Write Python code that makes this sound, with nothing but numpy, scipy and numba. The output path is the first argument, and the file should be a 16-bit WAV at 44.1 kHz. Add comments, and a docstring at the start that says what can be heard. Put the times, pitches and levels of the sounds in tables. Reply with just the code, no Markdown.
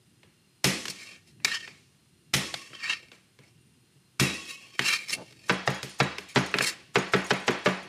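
"""In a kitchen, a fist smashes garlic under the flat of a chef's knife, then the blade chops it on a wooden board.
Blows and touches mix crushing and clicking noise with fading tones of board, worktop and steel.
Nested bowls clink as bright noise and ringing; the sliding edge is uneven noise through the blade's resonances.
The walls echo it faintly over quiet room noise and wavering tones, and a look-ahead limiter holds the peaks."""
import sys
import numpy as np
from scipy import signal
from scipy.fft import rfft, irfft, next_fast_len
from scipy.io import wavfile
from scipy.ndimage import uniform_filter1d, minimum_filter1d
from numba import njit

SR = 44100
rng = np.random.default_rng(int(sys.argv[2]) if len(sys.argv) > 2 else 0)


def invert_db(level):
    """Linear amplitude ratio for a level in decibels (20 dB per decade), elementwise."""
    return 10 ** (np.asarray(level, dtype=float) / 20)


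def wav_record(signal):
    """Record a signal, one row per channel, as 16-bit PCM in the file named by sys.argv[1]."""
    frames = np.transpose(np.atleast_2d(signal))
    bounded = np.clip(frames, -1, 1)
    # unit amplitude maps onto the largest positive 16-bit level
    quanta = np.round(bounded * 32767).astype(np.int16)
    wavfile.write(sys.argv[1], SR, quanta)


N = 347596  # length in samples

# Quiet room noise: f/Hz, level per Hz/dB (only the shape counts)
AIR_SHAPE = [(15, -95), (25, -19.5), (127, 4), (309, -8), (344, -4.5), (545, -19.5), (2110, -18.5),
             (2480, -18), (2760, -16.5), (7310, -23.5), (9070, -19.5), (16000, -36.5)]
# Faint wavering tones: f/Hz, level/dB
HUM_TONES = [(134.6, -85), (2778, -82.5), (4194, -81), (4990, -86), (9060, -81.5)]
# Blade or fingers touching down: t/s, whole touch/dB, worktop boom/dB, board thump/dB, treble/dB (-11 is neutral)
TOUCHES = [(0.232, -42, -22, -12, -12), (0.855, -19.5, -39.5, -24, -2), (0.882, -19, -21, -22, 4),
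           (1.401, -45, -20, -19, -18), (1.447, -6.5, -33, -31, 6.5), (1.677, -28.5, -40, -21.5, -11),
           (1.946, -60, 7, -5, -19), (2.541, -15, -25, -44, -4.5), (2.703, -44.5, 0, -3.5, -12),
           (2.733, -32, -34, -40, -48.5), (3.117, -34.5, -39, -13, -9), (3.389, -41.5, -4, -8, -7),
           (3.957, -66, 18, 2, -9), (4.793, -4.5, -22.5, -25.5, -11), (5.085, -27, -35, -32, 8),
           (5.105, -20.5, -30, -31, 7), (5.309, -43, -33, -11, 1), (5.325, -41, -15, -20, 2),
           (5.83, -20, -9.5, -11, 4), (6.183, -19, -41, -21.5, -4.5), (6.541, -6, -24, -18.5, -18.5),
           (6.586, -9.5, -21.5, -23, -6), (6.608, -8, -24, -25, -67), (7.836, -37, -15, -9.5, -43)]
# Click of a touch: f/Hz, level per Hz/dB
TOUCH_COLOUR = [(59, -17), (100, -9), (1610, 11), (2630, 13.5), (3190, 9.5), (4770, 0.5), (7290, -7.5),
                (14100, -24.5), (16000, -49)]
# Tones of the worktop: f/Hz, level/dB, time to fade 60 dB/s
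WORKTOP_TONES = [(135.6, -1.5, 0.16), (80.8, -29, 0.54)]
# Tones of the wooden board: f/Hz, level/dB before the edge's tilt, time to fade 60 dB/s
BOARD_TONES = [(189.8, -9, 0.29), (247.7, -6.5, 0.14), (289.7, -15, 0.29), (359, -16.5, 0.22),
               (417, -0.5, 0.09), (466.4, -2, 0.056), (594.5, -8.5, 0.073)]
# Pans and blade set ringing: f/Hz, level/dB, time to fade 60 dB/s
STEEL_TONES = [(1104, -17, 1.77), (1913, 0, 0.62), (2140, -9.5, 0.44), (2240, -24, .1), (2560, -10, 1.3),
               (2710, -13.5, 1), (3290, -15.5, 1.3), (3330, -13.5, 0.97), (3880, -7, 0.56),
               (4380, -15, 0.87), (5056, -13.5, 0.63)]
# Board, worktop and dishes shaking on after a blow: f/Hz, time to fade 60 dB/s, relative level/dB
SHAKING = [(270, 0.65, 13.5), (429, 0.47, 10), (980, 0.46, 3), (2125, 0.53, 2.5), (4120, 0.76, -3),
           (7670, 1, -4), (14000, 0.17, 14)]
# Garlic being crushed: f/Hz, level per Hz/dB
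CRUSH_COLOUR = [(300, -9.5), (1500, -1), (3000, -4.5), (7000, -3.5), (12000, -13), (16000, -49)]
# Dense kitchen echo: f/Hz, time to fade 60 dB/s, relative level/dB
ROOM_ECHO = [(250, .4, -20), (500, .45, -20), (1000, .5, -20), (2000, .5, -20), (4000, .5, -20),
             (8000, .4, -20), (14000, .3, -22)]
# First echo: delay/ms, level/dB, heard above f/Hz
WALL_ECHO = [(6, -12, 200)]
# Fist on the flat blade: t/s, worktop boom/dB, board thump/dB, treble/dB (-11 is neutral), steel ringing/dB
FIST_BLOWS = [(0.643, -23, -19, -12.5, -48), (2.338, -22, -27.5, -13.5, -46.5),
              (4.198, -17, -20.5, -15, -41)]
# Crack of a smash: f/Hz, level per Hz/dB
SMASH_COLOUR = [(180, -10), (300, -11.5), (1410, -9.5), (2280, -3), (4830, -7.5), (5430, -5.5),
                (11700, -17), (16000, -31.5)]
# Further bowl clinks, each at its own moment, one very faint: t/s, level/dB
FURTHER_CLINKS = [(0.8045, -54), (2.4578, -34), (4.342, -32), (5.7458, -33), (5.894, -33), (5.9883, -36),
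                  (6.2891, -36), (6.4622, -30.5), (6.567, -29), (7.2439, -36), (7.266, -29.5)]
# Tones of the bowls: f/Hz, level/dB, time to fade 60 dB/s
BOWL_TONES = [(4398, 0, .5), (5146, -2.5, 0.41), (5846, -6, 0.21), (5700, -8, 0.29), (6352, -18, 0.42),
              (6660, 5, .15), (7215, -2.5, 0.27), (8200, -4.5, 0.2), (9001, -5.5, 0.35), (10200, -11, .25),
              (10100, -7, 0.29), (11036, -14.5, 0.24), (12200, -16, .2), (12460, -22, .2)]
# Edge sliding over board and garlic; near 4.63-4.755 s, faint dying steel ring, made the same way:
# t of the top/s, swell/s, fade/s, level/dB, treble against level/dB
# swell and fade each span 20 dB and last at least 0.003 s
STROKES = [(0.9, 0.0095, 0.023, -53.5, 21), (1.02, 0.087, 0.15, -47, -3.5), (1.127, 0.059, 0.082, -54, -31),
           (1.285, 0.03, 0.049, -71.5, 13.5), (1.405, 0.011, .09, -66, -23),
           (1.45, 0.0026, 0.014, -19.5, -6), (1.48, 0.026, 0.066, -33.5, -14),
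           (1.535, 0.067, .05, -30, -13.5), (1.62, .05, 0.17, -47.5, -14), (1.79, 0.027, 0.023, -84.5, 17),
           (2.57, 0.051, 0.2, -49.5, -2), (2.746, 0.017, 0.07, -51, -23), (2.908, .11, 0.067, -27, -20),
           (3.02, 0.092, 0.084, -57, -8), (3.13, 0.019, 0.1, -61, 0), (3.44, 0.023, 0.095, -70, 4),
           (4.501, 0.068, 0.082, -49.5, 6), (4.63, .07, 0.17, -58.5, 0), (4.755, 0.026, 0.016, -65, -21),
           (4.871, 0.056, 0.091, -33, 0), (4.95, 0.13, 0.037, -28, -4.5), (5.01, 0.054, 0.088, -49, -3),
           (5.137, 0.063, 0.026, -35, 4), (5.3, 0.15, 0.048, -61.5, 0.5), (5.47, 0.15, 0.034, -56, 0),
           (6.3, 0.023, 0.052, -51.5, 3.5), (6.64, 0.033, 0.05, -41, 12.5),
           (6.684, 0.072, 0.046, -32.5, 4.5)]
# A hand pushing over the board, heard as rumble only: t/s, swell/s, fade/s, level/dB
HAND_PUSHES = [(5.208, 0.089, 0.044, -41)]
# Blade resonances: f/Hz, width/Hz (held to 45-110), level/dB
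BLADE_TONES = [(1850, 70, -1), (2210, 60, -2), (2360, 110, -1), (2710, 61, -1), (3110, 60, -4),
               (3770, 92, -8), (4480, 140, -6), (5160, 42, -6), (5340, 25, -6), (6050, 110, -10),
               (6940, 110, -12), (7420, 60, -9), (9420, 72, -12)]
# Middle of the blade's two squeaks: f/Hz
SQUEAK_PITCHES = (2390, 4240)
# Drift of each squeak: share of its pitch
SQUEAK_DRIFTS = (0.14, 0.051)
# Rasp of the edge: f/Hz, level per Hz/dB
RASP_COLOUR = [(240, -57.5), (400, -29), (979, -8.5), (1230, 4.5), (1600, -18.5), (2290, -41), (3580, -4),
               (9760, -6), (16000, -40.5)]
# Edge down through the garlic onto the board: t/s, worktop boom/dB, board thump/dB, treble/dB (-11 is neutral), contact/ms
EDGE_BLOWS = [(5.496, -27, -25, -16.5, 11.4), (5.676, -23.5, -29.5, -15, 2.8),
              (6.002, -19, -25.5, -17, 8.7), (6.36, -17.5, -20.5, -14, 19.5),
              (6.957, -25, -23.5, -16.5, 12.5), (7.136, -23, -23, -18, 10.3), (7.307, -29, -27, -17.5, 8.5),
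              (7.48, -28.5, -24.5, -17, 8.6), (7.66, -29, -22.5, -19, 12)]
# Knock of a chop: f/Hz, level per Hz/dB
CHOP_COLOUR = [(59, -60), (100, -15), (535, 12.5), (784, 19), (1550, 20), (2420, 16.5), (3780, 13),
               (5650, 9.5), (8280, -2.5), (16000, -44)]


def unit(x):
    """Scale to rms 1."""
    return x / np.sqrt(np.mean(x ** 2))


def colour(x, points):
    """Shape the loudness of each pitch by (f/Hz, level/dB) points."""
    hz, db = np.transpose(points)
    n = next_fast_len(x.shape[-1])
    f = np.maximum(np.arange(n // 2 + 1) * SR / n, 1)
    gain = invert_db(np.interp(np.log(f), np.log(hz), db))
    return irfft(rfft(x, n) * gain, n)[..., :x.shape[-1]]


def band(x, hz, width_hz):
    """One resonance, which passes its centre pitch unchanged."""
    return signal.lfilter(*signal.iirpeak(hz, hz / max(width_hz, 5), SR), x)


def walk(rate):
    """Smooth random drift with a new aim `rate` times a second; spread near 1."""
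    hold = int(SR / rate)
    steps = np.repeat(rng.standard_normal(N // hold + 1), hold)
    return 1.35 * uniform_filter1d(uniform_filter1d(steps, hold), hold)[:N]


def air():
    """Room noise whose bass wavers, plus narrow bands of noise heard as faint tones."""
    noise = unit(colour(rng.standard_normal(N), AIR_SHAPE))
    bass = signal.sosfilt(signal.butter(2, 450, fs=SR, output="sos"), noise)
    wavering_bass = bass * invert_db(3 * walk(5.3))
    tones = np.zeros(N)
    for hz, db in HUM_TONES:
        tones += invert_db(db + 2 * walk(4.4)) * unit(band(rng.standard_normal(N), hz, 29))
    return invert_db(-64) * (noise - bass + wavering_bass) + tones


def ring(modes, t, scatter_db, rattle, detune=0.0088, size=400):
    """Fading tones; each blow wakes them unevenly, and loose contact makes them rattle instead of sing."""
    hz, db, t60 = np.transpose(modes)[:, :, None]
    uneven, off_pitch = rng.standard_normal((2, len(modes), 1))
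    wobble = uniform_filter1d(rng.standard_normal((len(modes), len(t))), size=size, axis=1)
    shake = 1 + rattle * unit(wobble)
    fade = np.exp(-np.log(1000) * t / np.clip(t60, .02, 2))
    tones = np.sin(2 * np.pi * hz * (1 + detune * off_pitch) * t)
    return (invert_db(db + scatter_db * uneven) * shake * fade * tones).sum(axis=0)


def fading(bands, t):
    """Noise that dies at its own pace in each octave-wide band."""
    out = 0
    for hz, t60, db in bands:
        limits = (hz / np.sqrt(2), min(hz * np.sqrt(2), SR * 9 / 20))
        octave = signal.butter(2, limits, "band", fs=SR, output="sos")
        noise = signal.sosfilt(octave, rng.standard_normal(len(t)))
        out = out + invert_db(db) * noise * np.exp(-np.log(1000) * t / t60)
    return out


def blows(events, spectrum, crack_db, clatter_db, crush_db, crush_ms, edge_db):
    """Garlic crushes just before each blow, a click and rattle follow the contact, then all it shook rings on."""
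    out, t = np.zeros(N + SR), np.arange(SR * 3 // 5) / SR
    short_ms = t[:2048] * 1000
    lead = 256  # samples of room ahead of the click for its coloured noise
    # a hard narrow edge wakes the board's higher tones more than a soft fist: edge_db per octave
    board = [(hz, db + edge_db * np.log2(hz / BOARD_TONES[0][0]), t60) for hz, db, t60 in BOARD_TONES]
    tail_off = np.clip((t[-1] - t) * 12, 0, 1)
    for s, db, boom_db, thump_db, treble_db, contact_ms, steel_db in events:
        # the treble setting comes in between 2500 and 5000 Hz
        tilt = [(hz, g + (treble_db + 11) * np.clip(np.log2(hz / 2500), 0, 1)) for hz, g in spectrum]
        unevenness = 2 * rng.standard_normal((2, 2048 // 16)).repeat(16, axis=1)
        grit = rng.standard_normal((2, 2048)) * invert_db(unevenness)

        contact = grit[0] * np.exp(-(short_ms / max(contact_ms, .3)) ** 2)
        contact[0] = invert_db(12)  # the click
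        crack = invert_db(crack_db) * unit(colour(np.roll(contact, lead), tilt))
        crush = invert_db(crush_db) * unit(colour(grit[1], CRUSH_COLOUR)) * np.exp(-(short_ms / crush_ms) ** 2)

        boom = invert_db(boom_db) * ring(WORKTOP_TONES, t, 1, 0)
        thump = invert_db(thump_db) * ring(board, t, 2.5, 1 / 3)
        # the harder the board jumps, the more the things on it shake
        clatter = invert_db(clatter_db + .5 * thump_db) * unit(colour(fading(SHAKING, t), tilt))
        steel = invert_db(steel_db) * ring(STEEL_TONES, t, 4.1, 0.95, detune=0, size=1200)
        body = (boom + thump + clatter) * (1 - np.exp(-t / 0.0058)) + steel

        i = int(s * SR)
        out[i - 2048:i] += invert_db(db) * crush[::-1]  # reversed, so it grows towards the blow
        out[i - lead:i - lead + 2048] += invert_db(db) * crack
        out[i:i + len(t)] += invert_db(db) * body * tail_off
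    return out[:N]


def taps():
    """Blade or fingers touch down: short contacts, each with its own strength."""
    contact_ms, steel_db = 4.44, -52.5
    return blows([(*row, contact_ms, steel_db) for row in TOUCHES], TOUCH_COLOUR,
                 crack_db=-20.5, clatter_db=-27.5, crush_db=-47, crush_ms=4.5, edge_db=2.5)


def kitchen(x):
    """Direct sound, a near wall's echo and a faint dense tail of fading noise."""
    t = np.arange(SR * 3 // 5) / SR
    response = fading(ROOM_ECHO, t) * (1 - np.exp(-t / 0.0072)) / np.sqrt(SR / 28)
    response[0] = 1  # direct sound
    for ms, db, hz in WALL_ECHO:
        echo = signal.lfilter(*signal.butter(1, hz, "high", fs=SR), t[:256] == 0)
        response[ms * SR // 1000:][:256] += invert_db(db) * echo
    return signal.fftconvolve(x, response)[:N]


def smashes():
    """The fist is soft and broad, so it wakes the board's higher tones less."""
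    level_db, contact_ms = 10, 11.2
    return blows([(s, level_db, *wood, contact_ms, steel) for s, *wood, steel in FIST_BLOWS], SMASH_COLOUR,
                 crack_db=-19.5, clatter_db=-35.0, crush_db=-49, crush_ms=3.3, edge_db=-1.5)


def clinks():
    """Nested bowls hop after each smash and chop: a first clink, then three weaker ones at chance moments."""
    hop_s, settle_s = .027, 0.24
    out = list(FURTHER_CLINKS)
    for table, hop_db in ((FIST_BLOWS, -18), (EDGE_BLOWS, -27.5)):
        for s, *_ in table:
            out.append((s + hop_s, hop_db))
            for _ in range(3):
                moment = s + hop_s + settle_s * rng.random()
                out.append((moment, -42.5 + 3 * rng.standard_normal()))
    return out


def bowls():
    """Each clink is a bright tick and a short fizz of noise, with the bowls' tones ringing."""
    out, t = np.zeros(N + SR), np.arange(SR // 3) / SR
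    bright = signal.butter(2, (5500, 11500), "band", fs=SR, output="sos")
    for s, db in clinks():
        tick_and_fizz = np.exp(-t / 0.0029) + invert_db(-26) * np.exp(-t / 0.028)
        contacts = signal.sosfilt(bright, rng.standard_normal(len(t))) * tick_and_fizz
        ringing = ring(BOWL_TONES, t, 3.3, 0.85, detune=.002, size=500)
        out[int(s * SR):][:len(t)] += invert_db(db) * (invert_db(-24.5) * ringing + invert_db(-7) * contacts)
    return out[:N]


def hump(t, s, swell_s, fade_s):
    """Level in dB against the top of a stroke, which swells and then fades."""
    before = (s - t) / max(swell_s, .003)
    after = (t - s) / max(fade_s, .003)
    return -20 * np.where(t < s, before, after).clip(0, 9) ** 1.4  # power 1 is pointed, 2 rounded


@njit
def sweep(x, hz, sharp):
    """Resonance whose pitch moves, worked out sample by sample."""
    y, b, l = np.empty(len(x)), 0., 0.  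# b, l: what the filter remembers
    for i in range(len(x)):
        g = np.tan(np.pi * hz[i] / SR)
        v = (b + g * (x[i] - l)) / (1 + g * (g + 1 / sharp))
        b, l, y[i] = 2 * v - b, l + 2 * g * v, v / sharp
    return y


def scrapes():
    """Dense uneven catches, as of the edge on wood grain, drive the blade's resonances and the board."""
    t = np.arange(N) / SR
    low_level, high_level, rumble_level = np.zeros((3, N))
    for s, swell_s, fade_s, db, treble_db in STROKES:
        on = slice(int((s - 2 * swell_s) * SR), int((s + 3 * fade_s) * SR))
        stroke = invert_db(hump(t[on], s, swell_s, fade_s))
        low_level[on] += invert_db(db) * stroke
        high_level[on] += invert_db(db + treble_db) * stroke
        # 12 dB under a -47.5 dB stroke; it grows more slowly than the rasp
        rumble_level[on] += invert_db(db - 12 - 0.69 * (db + 47.5)) * stroke
    for s, swell_s, fade_s, db in HAND_PUSHES:
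        rumble_level += invert_db(db + hump(t, s, swell_s, fade_s))

    catches = rng.standard_normal(N) * invert_db(2.48 * rng.exponential(size=N) + 2.65 * walk(150))
    # grip and pressure change which resonances speak from moment to moment
    blade = np.zeros(N)
    for hz, width_hz, db in BLADE_TONES:
        blade += invert_db(db + 4 * walk(25)) * unit(band(catches, hz, np.clip(width_hz, 45, 110)))
    squeaks = [unit(sweep(catches, hz * np.exp(share * walk(15)), 22.))
               for hz, share in zip(SQUEAK_PITCHES, SQUEAK_DRIFTS)]
    squeal = squeaks[0] + invert_db(-4) * squeaks[1]
    rasp = invert_db(-8) * unit(colour(catches, RASP_COLOUR)) + unit(blade) + invert_db(-4) * unit(squeal)

    low = signal.sosfilt(signal.butter(2, 3500, "low", fs=SR, output="sos"), rasp)
    high = signal.sosfilt(signal.butter(2, 3500, "high", fs=SR, output="sos"), rasp)
    rumble = signal.sosfilt(signal.butter(2, (110, 700), "band", fs=SR, output="sos"), catches)
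    # the minus sign lets the two halves join without a notch at 3500 Hz
    return low_level * unit(low) - high_level * unit(high) + rumble_level * unit(rumble)


def chops():
    """The hard narrow edge wakes the board's higher tones more."""
    level_db, steel_db = 7.5, -50
    return blows([(s, level_db, *rest, steel_db) for s, *rest in EDGE_BLOWS], CHOP_COLOUR,
                 crack_db=-27.5, clatter_db=-34.5, crush_db=-44.5, crush_ms=11.4, edge_db=6.0)


def scene():
    """Everything at the board sounds in the kitchen, over the room noise."""
    at_board = taps() + smashes() + bowls() + scrapes() + chops()
    return (kitchen(at_board) + air())[None]


@njit
def recover(gain, rate):
    """Follow falls of the gain at once and rise slowly."""
    out, g = np.empty(len(gain)), 1.
    for i in range(len(gain)):
        g = min(gain[i], g + rate * (gain[i] - g))
        out[i] = g
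    return out


def band_limit(x):
    """A steep low-pass at the top of the band."""
    return signal.sosfilt(signal.butter(12, 16480, fs=SR, output="sos"), x)


def record(dry):
    """The microphone drops the deepest bass; the limiter ducks just ahead of peaks; the top is cut."""
    ceiling_db, ahead_ms, release_ms, top_hz = -8.5, 0.85, 9.1, 15000
    x = signal.sosfilt(signal.butter(3, 70, "high", fs=SR, output="sos"), dry)
    ahead = int(ahead_ms * SR / 1000)
    need = np.minimum(1, invert_db(ceiling_db) / (np.abs(x[0]) + 1e-9))
    gain = minimum_filter1d(need, 2 * ahead)
    gain = uniform_filter1d(recover(gain, 1000 / (release_ms * SR)), size=64)
    mix = signal.sosfilt(signal.ellip(8, .2, 70, top_hz, fs=SR, output="sos"), x * gain)
    return band_limit(mix)


dry = scene()
out = record(dry)
wav_record(out)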